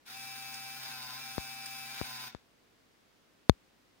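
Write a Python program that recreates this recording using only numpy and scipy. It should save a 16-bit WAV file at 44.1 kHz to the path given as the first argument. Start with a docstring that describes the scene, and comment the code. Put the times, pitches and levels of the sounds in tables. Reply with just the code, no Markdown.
"""Thermal printer on a desk

The printer feeds paper for just over two seconds, then coasts to a stop. Its motor whines through
plastic gears, which slow a little and rattle as the load rises twice; the paper ticks twice.
Four short thumping pops sound on the left, the last and loudest after the printer has stopped.
Quiet room noise and a faint mains hum lie underneath."""
import sys
import numpy as np
from scipy import signal
from scipy.fft import rfft, irfft
from scipy.io import wavfile

SR = 44100
rng = np.random.default_rng(int(sys.argv[2]) if len(sys.argv) > 2 else 0)


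def store_wav(level_fs):
    """Save 16-bit WAV to argv[1]."""
    pcm = np.round(np.clip(np.atleast_2d(level_fs), -1, 1) * 32767)
    wavfile.write(sys.argv[1], SR, pcm.T.astype(np.int16))


N = 176400
T = np.arange(N) / SR
BINS_HZ = np.arange(N // 2 + 1) * SR / N

# Room noise. Each row: frequency in Hz, level in dB per Hz.
ROOM_SPECTRUM = [(20, -113), (50, -104), (75, -106), (140, -99), (270, -95.5), (700, -103), (2000, -106),
                 (5000, -111), (8000, -118), (13000, -122), (16000, -120)]
# Room, then printer and paper. Each row: frequency in Hz, left-right correlation.
ROOM_CORRELATION = [(60, 0.2), (300, 0.27), (900, .03), (15000, 0.25)]
PRINTER_CORRELATION = [(60, 0.88), (140, 1), (330, 1), (500, 0.91), (780, 0.55), (1300, 0.35),
                       (1800, -0.02), (2500, 0.66), (4200, -0.7), (6400, 0.0033), (9800, 0.079),
                       (15000, -0.17)]
# Motor. 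Each row: time in seconds, speed in turns per second.
MOTOR_SPEED = [(.05, 124), (.12, 128), (.16, 129.8), (.29, 130.1), (.73, 129.9), (.79, 131.4), (.9, 130.2),
               (.97, 127.7), (1.15, 126.9), (1.21, 132.2), (1.28, 130.15), (1.58, 129.9), (1.72, 130.15),
               (1.84, 129.5), (1.9, 131.4), (2.02, 130), (2.08, 127.1), (2.27, 126.5), (2.4, 121.5)]
# Gears. Each row: time in seconds, load from 0 (free) to 1 (labouring).
GEAR_LOAD = [(.05, 0.74), (.16, 0.1), (.77, 0.11), (.84, 0.36), (.96, 0.28), (.995, 0.79), (1.16, 0.93),
             (1.2, 0.32), (1.3, 0.15), (1.84, 0.076), (1.98, 0.33), (2.05, 0.19), (2.085, 0.85),
             (2.28, 0.86)]
# Rubbing through the case. Each row: frequency in Hz, free and loaded base levels in dB per Hz.
CASE_SPECTRUM = [(40, -112, -112), (100, -101, -101), (300, -111, -97.5), (585, -102, -102),
                 (820, -102, -83), (1190, -93, -92), (1450, -85.5, -79.5), (1880, -95, -86.5),
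                 (2340, -85, -83.5), (3130, -92.5, -89.5), (3750, -83.5, -80.5), (4120, -87, -84.5),
                 (4840, -86.5, -85.5), (6320, -89.5, -91.5), (8540, -99, -99), (8780, -86.5, -89),
                 (10000, -92, -95.5), (11600, -95, -96.5), (13800, -100, -102), (14600, -84, -87),
                 (15500, -95, -95)]
# Case radiation. Each row: frequency in Hz, left minus right in dB.
CASE_BALANCE = [(4000, 0.5), (8000, 2), (11000, -5), (15000, 8.5)]
# Swells of the loaded rattle. Each row: centre in seconds, half length in seconds, boost in dB.
RASP_SWELLS = [(0.863, 0.077, 1.5), (1.977, 0.1, 2.5), (2.22, 0.047, 1.5)]
# A tooth catches as the load comes on. Each entry: start in seconds.
TOOTH_KNOCKS_S = [0.832, 0.858, 0.882, 0.907, 1.992]
# Strong gear tones. Each row: multiple of motor speed, free and loaded base levels in dB,
# left minus right in dB, left-right correlation.
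MESH_TONES = [(1, -65.5, -62.5, -1, 1.0), (2, -76.5, -70.5, 1, 1), (5, -74.5, -73, 0, 0.92),
              (6, -53, -61.5, 4, 0.89), (7, -82, -60.5, 9, 0.77), (8, -68.5, -52.5, -0.5, 0.36),
              (10, -64.5, -69, -8, 0.43), (11, -71, -67, 18, -0.38), (12, -64, -57, 8, 0.12),
              (13, -62, -70, -1, -0.2), (15, -62.5, -65, 5, -0.52), (18, -53.5, -65, 9, 0.93),
              (19, -67.5, -71, 6, -0.67), (20, -51.5, -62.5, 7, 0.9), (21, -67, -61.5, -9, 0.2),
              (26, -65, -73, -1, -0.56), (28, -66.5, -72, -6, 0.76), (29, -74, -55, 3, 0.001),
              (33, -66, -60.5, 1, -0.9), (37, -61.5, -54.5, 7, -0.45), (38, -59, -56, 8, 0.15),
              (40, -57, -56, -5, -0.79), (41, -67.5, -56, -8, -0.86), (44, -72, -56, -5, -0.79),
              (50, -67, -63, 4, 0.44), (70, -65.5, -69, -11, -0.094), (113, -64, -63, 8, -0.2),
              (116, -63, -55, 8, -0.076)]
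# Sharp peaks and dips of the case. Each row: centre in Hz, half width in Hz, gain in dB.
CASE_RESONANCES = [(791.3, 4.2, -3), (2371, 16, 4.5), (2618, 13, -10), (5014, 42, -7), (5340, 26, -2)]
# Paper ticks. Each row: start in seconds, envelope gain in dB.
PAPER_TICKS = [(0.541, -36), (1.658, -34.5)]
# Tick colour. Each row: frequency in Hz, relative level in dB.
TICK_SPECTRUM = [(500, -25), (1500, 2), (3500, -19), (5000, 9), (6800, -9), (9000, 3), (11500, -22),
                 (15500, -14)]
# Pops. Each row: start in seconds, height before filtering in dB, decay in seconds, ring gain in dB.
POP_SPIKES = [(1.381, -11.5, 0.00063, -3), (2.0140, -13.5, 0.00064, -5), (2.3487, -21, 0.00051, -3.5),
              (3.4958, 5.5, 0.00069, 0.5)]
# Ring of a pop. Each row: frequency in Hz, relative level in dB, T60 in seconds.
POP_RING_MODES = [(3550, -13, 0.006), (4260, -16, 0.0069)]

CUTOFF_HZ = 15750
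MAINS_HZ, MAINS_DB = 50, -84
START_S, STOP_S = 0.051, 2.2795
SPEED_JITTER, JITTER_HZ = 0.0008, 24.9
RATTLE_RISE_S, WHINE_RISE_S, WHINE_LAG_S = 0.024, 0.049, 0.025
COAST_DB_PER_S, WHINE_COAST_DB_PER_S = 205, 500
RASP_FULL_LOAD, KNOCK_DB, KNOCK_DECAY_S = 0.29, 5.5, 0.004
TURN_DEPTH, POLE_DEPTH, ARMATURE_POLES = 0.098, 0.23, 3
CHATTER_DB, CHATTER_HZ = 1.33, 150
WHEEL_HZ, WHEEL_DEPTH = 46.8, 0.09
HUM_HZ, HUM_DB, HUM_WAVER = 233, -68.5, 0.19
MESH_TRIM_DB, BUZZ_BOOST_DB, BUZZ_SPREAD_DB = -0.4, 16, 2.5
FLUTTER_HZ, FLUTTER_PER_KHZ, MAX_FLUTTER = 21, 0.045, 0.5
TICK_RISE_S, TICK_DECAY_S = 0.00065, 0.0058
POP_RISE_S, POP_RIGHT_DB = 0.0002, -69
POP_LOW_CUT_HZ, POP_DAMPING_HZ, POP_TOP_HZ = 57, 28, 12000


def from_db(db):
    """Decibels to gain."""
    return 10 ** (np.asarray(db) / 20)


def at_hz(rows, hz, column=1):
    """Table lookup on a log-frequency axis."""
    rows = np.array(rows)
    return np.interp(np.log(np.maximum(hz, 1)), np.log(rows[:, 0]), rows[:, column])


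def drift(rate_hz):
    """Smooth random curve with unit spread."""
    hop, settle = 40, 2000
    pole = np.exp(-2 * np.pi * rate_hz * hop / SR)
    white = rng.standard_normal(N // hop + settle + 2)
    slow = signal.lfilter([1], [1, -2 * pole, pole * pole], white)[settle:]
    return np.interp(np.arange(N) / hop, np.arange(len(slow)), slow / slow.std())


def noise(spectrum, correlation, column=1):
    """Stereo noise of given level per Hz and left-right correlation."""
    mid, side = rfft(rng.standard_normal((2, N)))
    alike = at_hz(correlation, BINS_HZ)
    stereo = np.sqrt(1 + alike) * mid + np.sqrt(1 - alike) * side * [[1], [-1]]
    return irfft(stereo * from_db(at_hz(spectrum, BINS_HZ, column)), N) * np.sqrt(SR) / 2


def pan(left_db):
    """Constant-power gains for a left minus right level."""
    gains = from_db(np.array([[left_db], [-left_db]]) / 2)
    return gains / np.sqrt(np.mean(gains ** 2))


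def room():
    """Quiet room noise with mains hum and its octave."""
    mains = np.sin(2 * np.pi * MAINS_HZ * T) + np.sin(2 * np.pi * 2 * MAINS_HZ * T)
    return noise(ROOM_SPECTRUM, ROOM_CORRELATION) + from_db(MAINS_DB) * mains


def run_envelope(rise_s, coast_db_per_s, lag_s=0):
    """Level as the motor spins up, holds and coasts down."""
    rise = 1 - np.exp(-np.maximum(T - START_S - lag_s, 0) / rise_s)
    return rise * from_db(-coast_db_per_s * np.maximum(T - STOP_S, 0))


def repeat_each_turn(rub, angle, repeat_gain=0.5):
    """Rough spots come round again: part of the rubbing repeats one and two turns later."""
    out = rub
    for turns in (1, 2):
        earlier = np.rint(np.interp(angle - 2 * np.pi * turns, angle, np.arange(N))).astype(int)
        out = out + repeat_gain ** turns * rub[:, earlier]
    return out * rub.std() / out.std()


def rattle(angle, load):
    """Teeth and brushes rub through the case, pulsing per turn and pole; a slower wheel adds a throb."""
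    coarse = np.clip(load / RASP_FULL_LOAD, 0, 1)
    swell = from_db(sum(db * np.exp(-((T - s) / half_s) ** 2) for s, half_s, db in RASP_SWELLS))
    free = noise(CASE_SPECTRUM, PRINTER_CORRELATION)
    loaded = noise(CASE_SPECTRUM, PRINTER_CORRELATION, column=2)
    rub = free * np.sqrt(1 - coarse) + loaded * np.sqrt(coarse) * swell
    left_db = at_hz(CASE_BALANCE, BINS_HZ)
    rub = irfft(rfft(rub) * from_db(np.array([left_db, -left_db]) / 2), N)
    knocks_db = sum(KNOCK_DB * (T > s) * np.exp(-np.abs(T - s) / KNOCK_DECAY_S) for s in TOOTH_KNOCKS_S)
    pulse = (1 + TURN_DEPTH * np.cos(angle)) * (1 + POLE_DEPTH * np.cos(ARMATURE_POLES * angle))
    pulse *= from_db(CHATTER_DB * drift(CHATTER_HZ))
    pulse /= np.sqrt(np.mean(pulse ** 2))
    throb = 1 + WHEEL_DEPTH * np.cos(2 * np.pi * WHEEL_HZ * T)
    envelope = run_envelope(RATTLE_RISE_S, COAST_DB_PER_S)
    return repeat_each_turn(rub, angle) * from_db(knocks_db) * pulse * throb * envelope


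def low_hum(angle, cruise_hz):
    """A wavering low tone that follows the motor speed."""
    tone = from_db(HUM_DB) * np.sqrt(2) * np.sin(angle * HUM_HZ / cruise_hz)
    waver = 1 + HUM_WAVER * drift(FLUTTER_HZ)
    return tone * waver * run_envelope(WHINE_RISE_S, COAST_DB_PER_S, WHINE_LAG_S)


def case_gain_db(hz):
    """Lift or loss as a gliding tone crosses nearby peaks and dips of the case."""
    return sum(db / (1 + ((hz - centre_hz) / half_hz) ** 4)
               for centre_hz, half_hz, db in CASE_RESONANCES
               if abs(hz[N // 4] - centre_hz) < centre_hz / 10)


def whine(angle, speed_hz, cruise_hz, load):
    """Multiples of the motor speed form a fluttering buzz; gear mesh makes some stand out."""
    mesh = {round(k): row for k, *row in MESH_TONES}
    out = np.zeros((2, N))
    for k in range(1, int(CUTOFF_HZ / cruise_hz)):
        hz = k * cruise_hz
        scatter_db = BUZZ_SPREAD_DB * rng.standard_normal()
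        if k in mesh:
            free_db, loaded_db, left_db, alike = mesh[k]
            gain_db = MESH_TRIM_DB + case_gain_db(k * speed_hz)
            flutter = np.minimum(FLUTTER_PER_KHZ * hz / 1000 * (1 + 2 * load), MAX_FLUTTER)
        else:
            free_db, loaded_db = at_hz(CASE_SPECTRUM, hz), at_hz(CASE_SPECTRUM, hz, column=2)
            left_db, alike = at_hz(CASE_BALANCE, hz), at_hz(PRINTER_CORRELATION, hz)
            gain_db, flutter = BUZZ_BOOST_DB + scatter_db, MAX_FLUTTER
        level = from_db(gain_db + free_db + (loaded_db - free_db) * load)
        level *= (1 + flutter * drift(FLUTTER_HZ)) * np.sqrt(2 / (1 + flutter ** 2))
        phase = k * angle + rng.uniform(0, 2 * np.pi)
        out += pan(left_db) * level * np.sin([phase, phase - np.arccos(alike)])
    return out * run_envelope(WHINE_RISE_S, WHINE_COAST_DB_PER_S, WHINE_LAG_S)


def printer():
    """Motor speed and gear load drive the rattle, hum and whine."""
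    speed_hz = np.interp(T, *np.transpose(MOTOR_SPEED))
    load = np.interp(T, *np.transpose(GEAR_LOAD))
    cruise_hz = np.median(speed_hz[(T > START_S) & (T < STOP_S)])
    jitter = SPEED_JITTER * (1 + 2 * load) * drift(JITTER_HZ)
    angle = 2 * np.pi * np.cumsum(speed_hz * (1 + jitter)) / SR
    drive = low_hum(angle, cruise_hz) + rattle(angle, load) + whine(angle, speed_hz, cruise_hz, load)
    return coast(drive)


def paper_ticks():
    """Paper catches and slips with short bright ticks."""
    scuff = noise(TICK_SPECTRUM, PRINTER_CORRELATION)
    envelope = np.zeros(N)
    for start_s, db in PAPER_TICKS:
        age_s = np.maximum(T - start_s, 0)
        envelope += from_db(db) * (1 - np.exp(-age_s / TICK_RISE_S)) * np.exp(-age_s / TICK_DECAY_S)
    return envelope * scuff / scuff.std()


def pops():
    """Spikes on the left with a brief high ring; a low cut swings each back as a thump."""
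    out = np.zeros(N)
    for start_s, db, decay_s, ring_db in POP_SPIKES:
        age_s = np.maximum(T - start_s, 0)
        spike = np.minimum(age_s / POP_RISE_S, 1) * np.exp(-np.maximum(age_s - POP_RISE_S, 0) / decay_s)
        ring = sum(np.sin(2 * np.pi * hz * age_s) * from_db(mode_db - 60 * age_s / t60_s)
                   for hz, mode_db, t60_s in POP_RING_MODES)
        out += from_db(db) * (spike + from_db(ring_db) * ring)
    filters = (4, POP_LOW_CUT_HZ, "high"), (1, POP_DAMPING_HZ, "high"), (1, POP_TOP_HZ, "low")
    for order, hz, kind in filters:
        out = signal.sosfilt(signal.butter(order, hz, kind, fs=SR, output="sos"), out + 1e-18)
    return np.array([out, from_db(POP_RIGHT_DB) * out])


def coast(drive, split_hz=7250, treble_db_per_s=200):
    """With the drive off, the treble dies first."""
    dull = signal.sosfilt(signal.butter(2, split_hz, fs=SR, output="sos"), drive)
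    return dull + (drive - dull) * from_db(-treble_db_per_s * np.maximum(T - STOP_S, 0))


def scene():
    """Paper, pops and printer over the quiet room."""
    return room() + paper_ticks() + pops() + printer()


def record(dry):
    """Clip at full scale, then cut the top steeply."""
    low_pass = signal.ellip(10, 0.1, 70, CUTOFF_HZ, fs=SR, output="sos")
    return signal.sosfilt(low_pass, np.clip(dry, -1, 1))


dry = scene()
out = record(dry)
store_wav(out)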